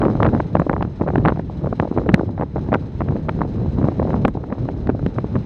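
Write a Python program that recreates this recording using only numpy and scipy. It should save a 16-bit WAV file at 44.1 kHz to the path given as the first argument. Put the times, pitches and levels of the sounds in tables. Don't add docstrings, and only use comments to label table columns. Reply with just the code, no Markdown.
import sys
import numpy as np
from scipy.fft import rfft, irfft, next_fast_len
from scipy.io import wavfile
from scipy.ndimage import uniform_filter1d, map_coordinates

SR = 44100
rng = np.random.default_rng(int(sys.argv[2]) if len(sys.argv) > 2 else 0)


def digitize_waveform(pressure):
    field = np.atleast_2d(pressure).T
    bounded = np.clip(field, -1, 1)
    quanta = np.round(bounded * 32767).astype(np.int16)
    wavfile.write(sys.argv[1], SR, quanta)


N = 240515

# [t/s, rumble level/dB, small-eddy flutter level/dB]
GUSTS = [(0.0, -13.5, -25), (0.03, -23, -26.5), (0.17, -21, -33.5), (0.23, -13, -28), (0.33, -20.5, -29.5),
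         (0.51, -23, -38.5), (0.55, -19.5, -36), (0.61, -17, -33.5), (0.64, -31, -41), (0.68, -20, -54),
         (0.82, -22.5, -37.5), (0.97, -31, -45.5), (1.02, -17.5, -38), (1.06, -28.5, -38.5),
         (1.18, -16, -28), (1.21, -15.5, -28.5), (1.38, -25, -46), (1.61, -24, -38), (1.64, -25, -30.5),
         (1.76, -24, -44.5), (1.81, -18, -36), (1.88, -30, -43), (1.99, -19, -34), (2.02, -20, -32.5),
         (2.15, -18, -35), (2.17, -21.5, -35), (2.37, -27, -41.5), (2.43, -23, -43), (2.52, -31, -43),
         (2.56, -19.5, -42.5), (2.66, -26, -33.5), (2.69, -23.5, -35.5), (2.99, -23.5, -41),
         (3.08, -19.5, -31), (3.34, -23, -38), (3.41, -17, -32.5), (3.54, -23, -36), (3.6, -18.5, -31.5),
         (3.67, -21, -36), (3.84, -17.5, -28.5), (3.95, -27, -34), (4.01, -17.5, -36), (4.17, -18.5, -28.5),
         (4.28, -20, -33.5), (4.31, -23, -44.5), (4.43, -26, -39), (4.52, -23, -33), (4.55, -37, -33),
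         (4.6, -21, -37), (4.86, -23, -36), (4.89, -19.5, -34.5), (4.98, -23.5, -38.5), (5.07, -15.5, -47),
         (5.11, -24.5, -37), (5.19, -23, -41), (5.22, -28.5, -40), (5.25, -14, -39), (5.28, -32, -39),
         (5.36, -14.5, -35), (5.45, -28.5, -43.5)]
# [t/s, level/dB, nominal passing time/ms, length/ms, thump of the parent eddy relative to the flick/dB]
FLICKS = [(0.0183, -19.5, 0.23, 3.5, -1), (0.0233, -31, 0.38, 4, 11), (0.03, -18.5, 0.45, 3, -6),
          (0.0378, -17.5, 0.4, 3.4, -6), (0.0462, -31, 0.56, 2.8, -3), (0.053, -19.5, 0.33, 2.7, 1.5),
          (0.0605, -25.5, 0.5, 2.3, 8), (0.0615, -18.5, 0.6, 2.8, 1), (0.0666, -22.5, 0.35, 2.5, 5),
          (0.077, -36, 0.5, 2.8, 3), (0.0835, -22.5, 0.46, 4.4, 1), (0.096, -31, 0.33, 2.7, -4),
          (0.101, -27.5, 0.4, 3.6, 11), (0.112, -31, 0.37, 3.8, 9), (0.1345, -31, 0.54, 3.4, 1.5),
          (0.1542, -24, 0.34, 4.1, 6.5), (0.204, -14, 0.32, 2.3, 0.5), (0.2253, -16, 0.43, 2.1, -8),
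          (0.231, -12, 0.23, 2.6, -3), (0.239, -33.5, 0.35, 4.5, 0), (0.2487, -21.5, 0.27, 5.9, 0),
          (0.2543, -19, 0.26, 4, 6), (0.2641, -18.5, 0.23, 1.5, 0.5), (0.2675, -20.5, 0.19, 2.6, 7),
          (0.277, -26, 0.38, 4.2, 3), (0.2898, -26, 0.26, 2.9, 3), (0.3337, -25.5, 0.47, 3.4, 10.5),
          (0.339, -27.5, 0.32, 4, 9), (0.3501, -20, 0.31, 2, 3), (0.3652, -27, 0.33, 3.3, 7),
          (0.377, -34.5, 0.3, 2, 2), (0.4027, -18.5, 0.33, 7.8, -8), (0.5536, -8, 0.33, 3.63, -4),
          (0.5691, -21.5, 0.27, 3.2, -2), (0.5987, -18.5, 0.35, 5.1, 6), (0.6195, -19.5, 0.31, 3.5, -2),
          (0.6682, -23.5, 0.56, 3.9, 5.5), (0.6969, -13, 0.27, 2.37, -1.5), (0.707, -29, 0.45, 3, 2),
          (0.7146, -23.5, 0.52, 5.2, -14), (0.7318, -24, 0.24, 5.2, -3), (0.7379, -19, 0.47, 2.4, 2.5),
          (0.7649, -21.5, 0.39, 4.5, -5), (0.781, -31, 0.47, 2.6, -4), (0.8101, -22.5, 0.32, 2.3, 2),
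          (0.8259, -21, 0.17, 3.13, 3.5), (0.8506, -33, 0.24, 2, 10), (1.001, -36, 0.53, 7.2, 1),
          (1.013, -23.5, 0.33, 2.4, 11), (1.019, -23.5, 0.33, 4.1, 5.5), (1.038, -31.5, 0.62, 5.3, 10),
          (1.065, -30, 0.42, 2.6, 8), (1.075, -26, 0.45, 2.9, -3), (1.0806, -22, 0.29, 4.7, -9.5),
          (1.0881, -25, 0.28, 5.2, 3), (1.104, -20.5, 0.34, 3.2, 1), (1.137, -28.5, 0.38, 2.3, 10),
          (1.1581, -14.5, 0.27, 3.6, 0), (1.182, -26, 0.18, 3.3, 15), (1.2517, -13, 0.26, 3.3, -13),
          (1.259, -13, 0.24, 3.3, 0.5), (1.2677, -16, 0.41, 3.1, 0), (1.2774, -19.5, 0.2, 2.9, 8.5),
          (1.2849, -11, 0.19, 2.32, -20), (1.2926, -19.5, 0.3, 2.7, -1), (1.2966, -30, 0.3, 6.4, 8),
          (1.3029, -25, 0.26, 4, -1), (1.3228, -23.5, 0.3, 1.7, 9.5), (1.361, -34, 0.3, 4.3, 2),
          (1.374, -32, 0.42, 5, 8.5), (1.396, -22, 0.39, 3.75, 5), (1.4989, -28, 0.54, 3, 2.5),
          (1.6445, -29, 0.56, 3.4, 9.5), (1.661, -28.5, 0.41, 2.6, -1), (1.672, -24, 0.45, 3.7, 0),
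          (1.7289, -21.5, 0.34, 3.3, 1.5), (1.7999, -14.5, 0.24, 3.2, 1), (1.8266, -23.5, 0.51, 3.4, -9),
          (1.832, -23, 0.48, 2.8, 3), (1.849, -30, 0.4, 3.6, -1), (1.854, -27.5, 0.47, 2.7, 5),
          (1.876, -31, 0.46, 4.9, 3), (1.914, -35, 0.58, 5.5, 20), (1.9264, -35, 0.5, 6.9, 1),
          (1.966, -31, 0.52, 6.3, 10), (1.9764, -20, 0.37, 3, 8.5), (1.9809, -28, 0.37, 2.7, 2),
          (1.985, -21.5, 0.32, 3.9, 0), (1.9962, -31.5, 0.43, 2.4, 8), (2.017, -32.5, 0.55, 5.3, -1),
          (2.0628, -35, 0.29, 3.7, 18), (2.069, -33.5, 0.41, 3.1, 14.5), (2.0914, -16, 0.23, 2.6, 4.5),
          (2.099, -24.5, 0.26, 2.4, 9), (2.1183, -33, 0.39, 2, 0), (2.1406, -17.5, 0.3, 1.1, 11),
          (2.1434, -7.5, 0.11, 1.2, 4.5), (2.1602, -33, 0.28, 3.7, 1), (2.175, -36, 0.45, 3.4, 1),
          (2.1802, -27.5, 0.57, 2.1, -11), (2.195, -23.5, 0.42, 1.8, 4), (2.1985, -31, 0.29, 2.2, 10),
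          (2.2116, -28.5, 0.41, 2.7, 9), (2.2339, -30.5, 0.65, 5, 10.5), (2.292, -32.5, 0.44, 2.5, 0.5),
          (2.3794, -29.5, 0.31, 4.2, -3.5), (2.3884, -35, 0.46, 2, -1), (2.3974, -25, 0.42, 4.1, 5),
          (2.4119, -21.5, 0.29, 3.1, 2), (2.4226, -23, 0.33, 2.9, -6), (2.4262, -27.5, 0.46, 8.2, -6),
          (2.4345, -25, 0.38, 4, -1), (2.5609, -26, 0.51, 4.2, 5), (2.5677, -22.5, 0.34, 3.35, 3.5),
          (2.5819, -25, 0.52, 3.0, -2), (2.592, -36.5, 0.2, 2.0, 2), (2.6889, -32.5, 0.38, 4.4, 13.5),
          (2.7209, -23, 0.26, 4.4, 11.5), (2.73, -14.5, 0.32, 5, -7), (2.7413, -16, 0.19, 3.7, -18),
          (2.7461, -13.5, 0.2, 3.4, -0.5), (2.756, -24, 0.3, 8, 6), (2.765, -29, 0.62, 2.9, -4.5),
          (3.0077, -22, 0.32, 4.16, 1), (3.0182, -24, 0.31, 2.44, -2), (3.0874, -28, 0.26, 4.7, 1),
          (3.1094, -28, 0.57, 3, -5), (3.122, -33, 0.49, 6.6, 5), (3.1576, -28, 0.83, 4, 12),
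          (3.1658, -33.5, 0.29, 2.9, 0), (3.2874, -22, 0.34, 4.2, 1), (3.2934, -16.5, 0.23, 2.96, -4.5),
          (3.409, -26, 0.42, 3.3, 7), (3.4176, -17, 0.3, 2.2, 2.5), (3.435, -37, 0.26, 5.7, 4.5),
          (3.4506, -33, 0.36, 3.8, 8), (3.5828, -36, 0.44, 2.8, 0.5), (3.6162, -38, 0.37, 2.5, 8),
          (3.6337, -42, 0.42, 2.6, 13), (3.6611, -32.5, 0.54, 4.2, 7), (3.786, -28.5, 0.41, 4.2, 13),
          (3.8156, -30, 0.37, 4.2, 12), (3.828, -31, 0.24, 2.6, 2), (3.8436, -22.5, 0.29, 3.1, 11),
          (3.8541, -32, 0.42, 2.5, 11.5), (3.871, -27, 0.57, 2.2, -1), (3.8866, -19, 0.38, 4.5, 4.5),
          (3.9202, -32, 0.47, 5.3, -3), (3.9984, -24, 0.39, 5.5, 10.5), (4.02, -26, 0.46, 4.5, 4.5),
          (4.028, -23, 0.39, 3.7, -7), (4.0527, -24.5, 0.59, 3.7, 5), (4.0745, -30, 0.48, 2.4, 1),
          (4.081, -33, 0.39, 2.8, 6), (4.0936, -28, 0.53, 2.6, 4), (4.1059, -26.5, 0.25, 4.6, 1),
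          (4.132, -28.5, 0.32, 3.8, 9), (4.1426, -18.0, 0.4, 2.5, -3), (4.1641, -25.5, 0.31, 2.4, 0),
          (4.2517, -10, 0.18, 2.02, 2), (4.2552, -13, 0.29, 3, 0.5), (4.2821, -23, 0.21, 3.5, 4.5),
          (4.2867, -28, 0.29, 2.7, 6), (4.3531, -32, 0.52, 3.6, 9), (4.373, -27.5, 0.68, 2.6, -1),
          (4.44, -30, 0.44, 2.8, -9.5), (4.504, -33.5, 0.33, 3.3, 2), (4.5254, -26, 0.34, 4.5, 9),
          (4.531, -33.5, 0.35, 2.1, 5), (4.583, -36, 0.5, 5.1, 1), (4.655, -42.5, 0.39, 5.1, 21.5),
          (4.689, -25, 0.27, 2.7, 5.5), (4.699, -38, 0.54, 4.9, 12), (4.8725, -30, 0.17, 4.4, 1.5),
          (4.8929, -21, 0.37, 3.1, 11), (4.8997, -25, 0.25, 3.8, 9.5), (4.95, -34.5, 0.56, 4.4, 12.5),
          (4.9948, -32, 0.35, 3, -5), (5.028, -38, 0.46, 3.3, 13), (5.064, -26.5, 0.16, 2.64, 10.5),
          (5.1627, -36, 0.38, 5.2, 5), (5.1859, -18, 0.34, 2, 0.5), (5.2447, -32.5, 0.56, 1.8, 13.5),
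          (5.356, -26.5, 0.29, 4.2, 10), (5.3643, -26.5, 0.3, 2.2, 5.5)]
# [f/Hz, level per Hz/dB]
RUMBLE_SPECTRUM = [(20, -19.5), (40, -2), (70, 4.5), (140, 5), (250, -5), (400, -12.5), (700, -33.5),
                   (1500, -83)]
# [f/Hz, level per Hz/dB]
ENGINE_SPECTRUM = [(300, -20.5), (650, -4.5), (860, 19), (1000, 10), (1600, 7.5), (2700, 1), (3500, -1.5),
                   (4060, 4), (4500, -8), (5100, -3.5), (5800, -11.5), (6350, -7), (6800, -19), (7900, -19),
                   (10400, -31.5), (12000, -37), (13200, -63), (16000, -70.5)]
# [t/s, level/dB]
SNAPS = [(0.598, -41.5), (0.696, -50), (0.73, -54.5), (1.157, -52), (1.798, -53), (2.1428, -26),
         (4.2514, -30), (4.281, -41), (4.8706, -61.5), (5.0624, -51)]
# [t/s, level/dB]
ENGINE_LEVEL = [(0.05, -48.5), (0.87, -53.5), (1.27, -50.5), (1.45, -53.5), (2.03, -51.5), (2.39, -54.5),
                (4.03, -48.5), (4.39, -55), (5.4, -51.5)]
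# [t/s, speed/rpm]
ENGINE_RPM = [(0, 653), (2.7, 653), (3.0, 648), (5.45, 648)]
CYLINDER_DB = [6.5, 3, 6.5, -1, 6.5, -1.5]

THUMP_SHARE_DB = -2
FRAY_LAG_MS, THUMP_LAG_MS = 1.2, 0.78
FRAY_DB, FRAY_TOP_DB = -10, -27.5
FRAY_MS, FRAY_SLOWER = 14.96, 1.51
CROWD_SHARE_DB = -5
CROWD_S, CROWD_DB = 0.018, 3
FIRST_FIRING = 0.74
CLATTER_MS, CLATTER_HZ = 34, 2600
SPAN = 1024
TOP_HZ = 15900


def rumble():
    noise = unit(filtered(rng.standard_normal(N), lambda hz: amp(along(RUMBLE_SPECTRUM, hz))))
    deep = filtered(noise, lambda hz: 1 / (1 + (hz / 70) ** 4))
    level_db = over_time(GUSTS, 1) + THUMP_SHARE_DB
    slow_db = uniform_filter1d(level_db, size=SR // 8)
    lumpy_db = level_db + 2.1 * wobble(30)
    return deep * amp(slow_db) + (noise - deep) * amp(lumpy_db)


def flicks():
    s, db, passing_ms, length_ms, thump_db = np.transpose(FLICKS)
    passing_ms = np.clip(passing_ms, 0.03, 1)
    length_ms = np.clip(length_ms, 0.8, 9)
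    sharp = vortices(s, db, passing_ms, spread_ms=length_ms, low_hz=600, count=5, suction=0.65)
    fray_db = np.minimum(db + FRAY_DB, FRAY_TOP_DB)
    fray = vortices(s + FRAY_LAG_MS / 1000, fray_db, FRAY_SLOWER * passing_ms,
                    spread_ms=FRAY_MS, low_hz=503, count=9)
    thump = vortices(s + THUMP_LAG_MS / 1000, db + thump_db, np.full(len(s), 0.65),
                     spread_ms=6.25, low_hz=164, count=3, suction=0.75)
    return sharp + fray + thump


def flutter():
    draw = rng.random((4000, 3))
    s = draw[:, 0] * N / SR
    level_db = over_time(GUSTS, 2) + CROWD_DB * (stir() - 0.5)
    local_db = level_db[(draw[:, 0] * N).astype(int)]
    eddy_db = local_db - 2.2 * np.log(draw[:, 1] + 0.071) + CROWD_SHARE_DB
    return vortices(s, eddy_db, 0.35 + 0.92 * draw[:, 2], spread_ms=2.88, low_hz=343.8, count=2)


def snaps():
    s, db = np.transpose(SNAPS)
    return vortices(s, db, np.full(len(s), 0.04), spread_ms=0.44, low_hz=2900, count=2)


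def engine_hiss():
    noise = unit(filtered(rng.standard_normal(N), lambda hz: amp(along(ENGINE_SPECTRUM, hz))))
    treble = filtered(noise, lambda hz: 1 / (1 + (CLATTER_HZ / (hz + 1)) ** 4))
    firing_hz = over_time(ENGINE_RPM, 1) / 20
    firings = FIRST_FIRING + np.cumsum(firing_hz) / SR
    which = firings.astype(int)
    cylinder_db = np.array(CYLINDER_DB)[which % len(CYLINDER_DB)]
    strength_db = cylinder_db + rng.normal(0, 2, which[-1] + 1)[which]
    since_firing_ms = 1000 * (firings - which) / firing_hz
    clatter = amp(strength_db) * np.exp(-since_firing_ms / CLATTER_MS)
    beat = unit(1 + uniform_filter1d(clatter, size=200))
    level_db = over_time(ENGINE_LEVEL, 1) + 1.2 * wobble(11)
    return amp(level_db) * (noise - treble + beat * treble)


def stir():
    t = np.arange(0, N, 64) / SR
    distance_s = t[:, None] - np.array(FLICKS)[:, 0]
    crowd = np.exp(-(distance_s / CROWD_S) ** 2).sum(axis=1)
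    return np.interp(np.arange(N) / SR, t, np.tanh(crowd / 2))


def vortices(s, db, passing_ms, spread_ms, low_hz, count, suction=0.5):
    hz = np.fft.rfftfreq(SPAN, 1 / SR)
    spread = np.reshape(spread_ms, (-1, 1)) / 1000
    draw = rng.random((len(s), 3, count))
    place = (np.arange(count) + draw[:, 0]) / count - 0.5
    lag = SPAN / 2 / SR + spread * place
    turn = (-1) ** (np.arange(count) + count // 2) * np.sign(draw[:, 1, :1] - suction)
    size = turn * (0.45 + draw[:, 1]) * (1 - 2.4 * place ** 2)
    passing = passing_ms[:, None] / 1000 * (0.78 + 2.62 * place ** 2 + 0.3 * draw[:, 2])
    knot = 0
    for k in range(count):
        decay = np.outer(passing[:, k] + 1j * lag[:, k], hz)
        knot = knot + size[:, k, None] * np.exp(-2 * np.pi * decay)
    knot = knot * hz ** 2 / (hz ** 2 + low_hz ** 2)
    energy = np.sum(irfft(knot * (hz > low_hz), SPAN) ** 2, axis=1, keepdims=True) + 1e-20
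    wave = irfft(knot, SPAN) * amp(db)[:, None] * np.sqrt(spread * SR / energy)
    at = np.round(s * SR).astype(int)[:, None] + np.arange(SPAN)
    return np.bincount(at.ravel(), wave.ravel(), N + 2 * SPAN)[SPAN // 2:][:N]


def over_time(table, column):
    rows = np.array(table)
    return np.interp(np.arange(N) / SR, rows[:, 0], rows[:, column])


def wobble(rate):
    knots = rng.standard_normal(int(N * rate / SR) + 4)
    return map_coordinates(knots, [np.arange(N) * rate / SR])


def filtered(x, response):
    m = next_fast_len(N + 8192)
    return irfft(rfft(x, m) * response(np.fft.rfftfreq(m, 1 / SR)), m)[..., :N]


def along(points, hz):
    f, v = np.transpose(points)
    return np.interp(np.log(hz + 1), np.log(f + 1), v)


def amp(db):
    return 10 ** (np.asarray(db) / 20)


def unit(x):
    return x / np.sqrt(np.mean(x ** 2) + 1e-20)


def scene():
    return (rumble() + flutter() + flicks() + snaps() + engine_hiss())[None]


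def record(dry):
    squeezed = dry / (1 + dry ** 4) ** 0.25
    padded = np.pad(squeezed, [(0, 0), (0, SPAN)], "reflect", reflect_type="odd")
    return np.clip(filtered(padded, lambda hz: hz < TOP_HZ), -1, 1)


dry = scene()
out = record(dry)
digitize_waveform(out)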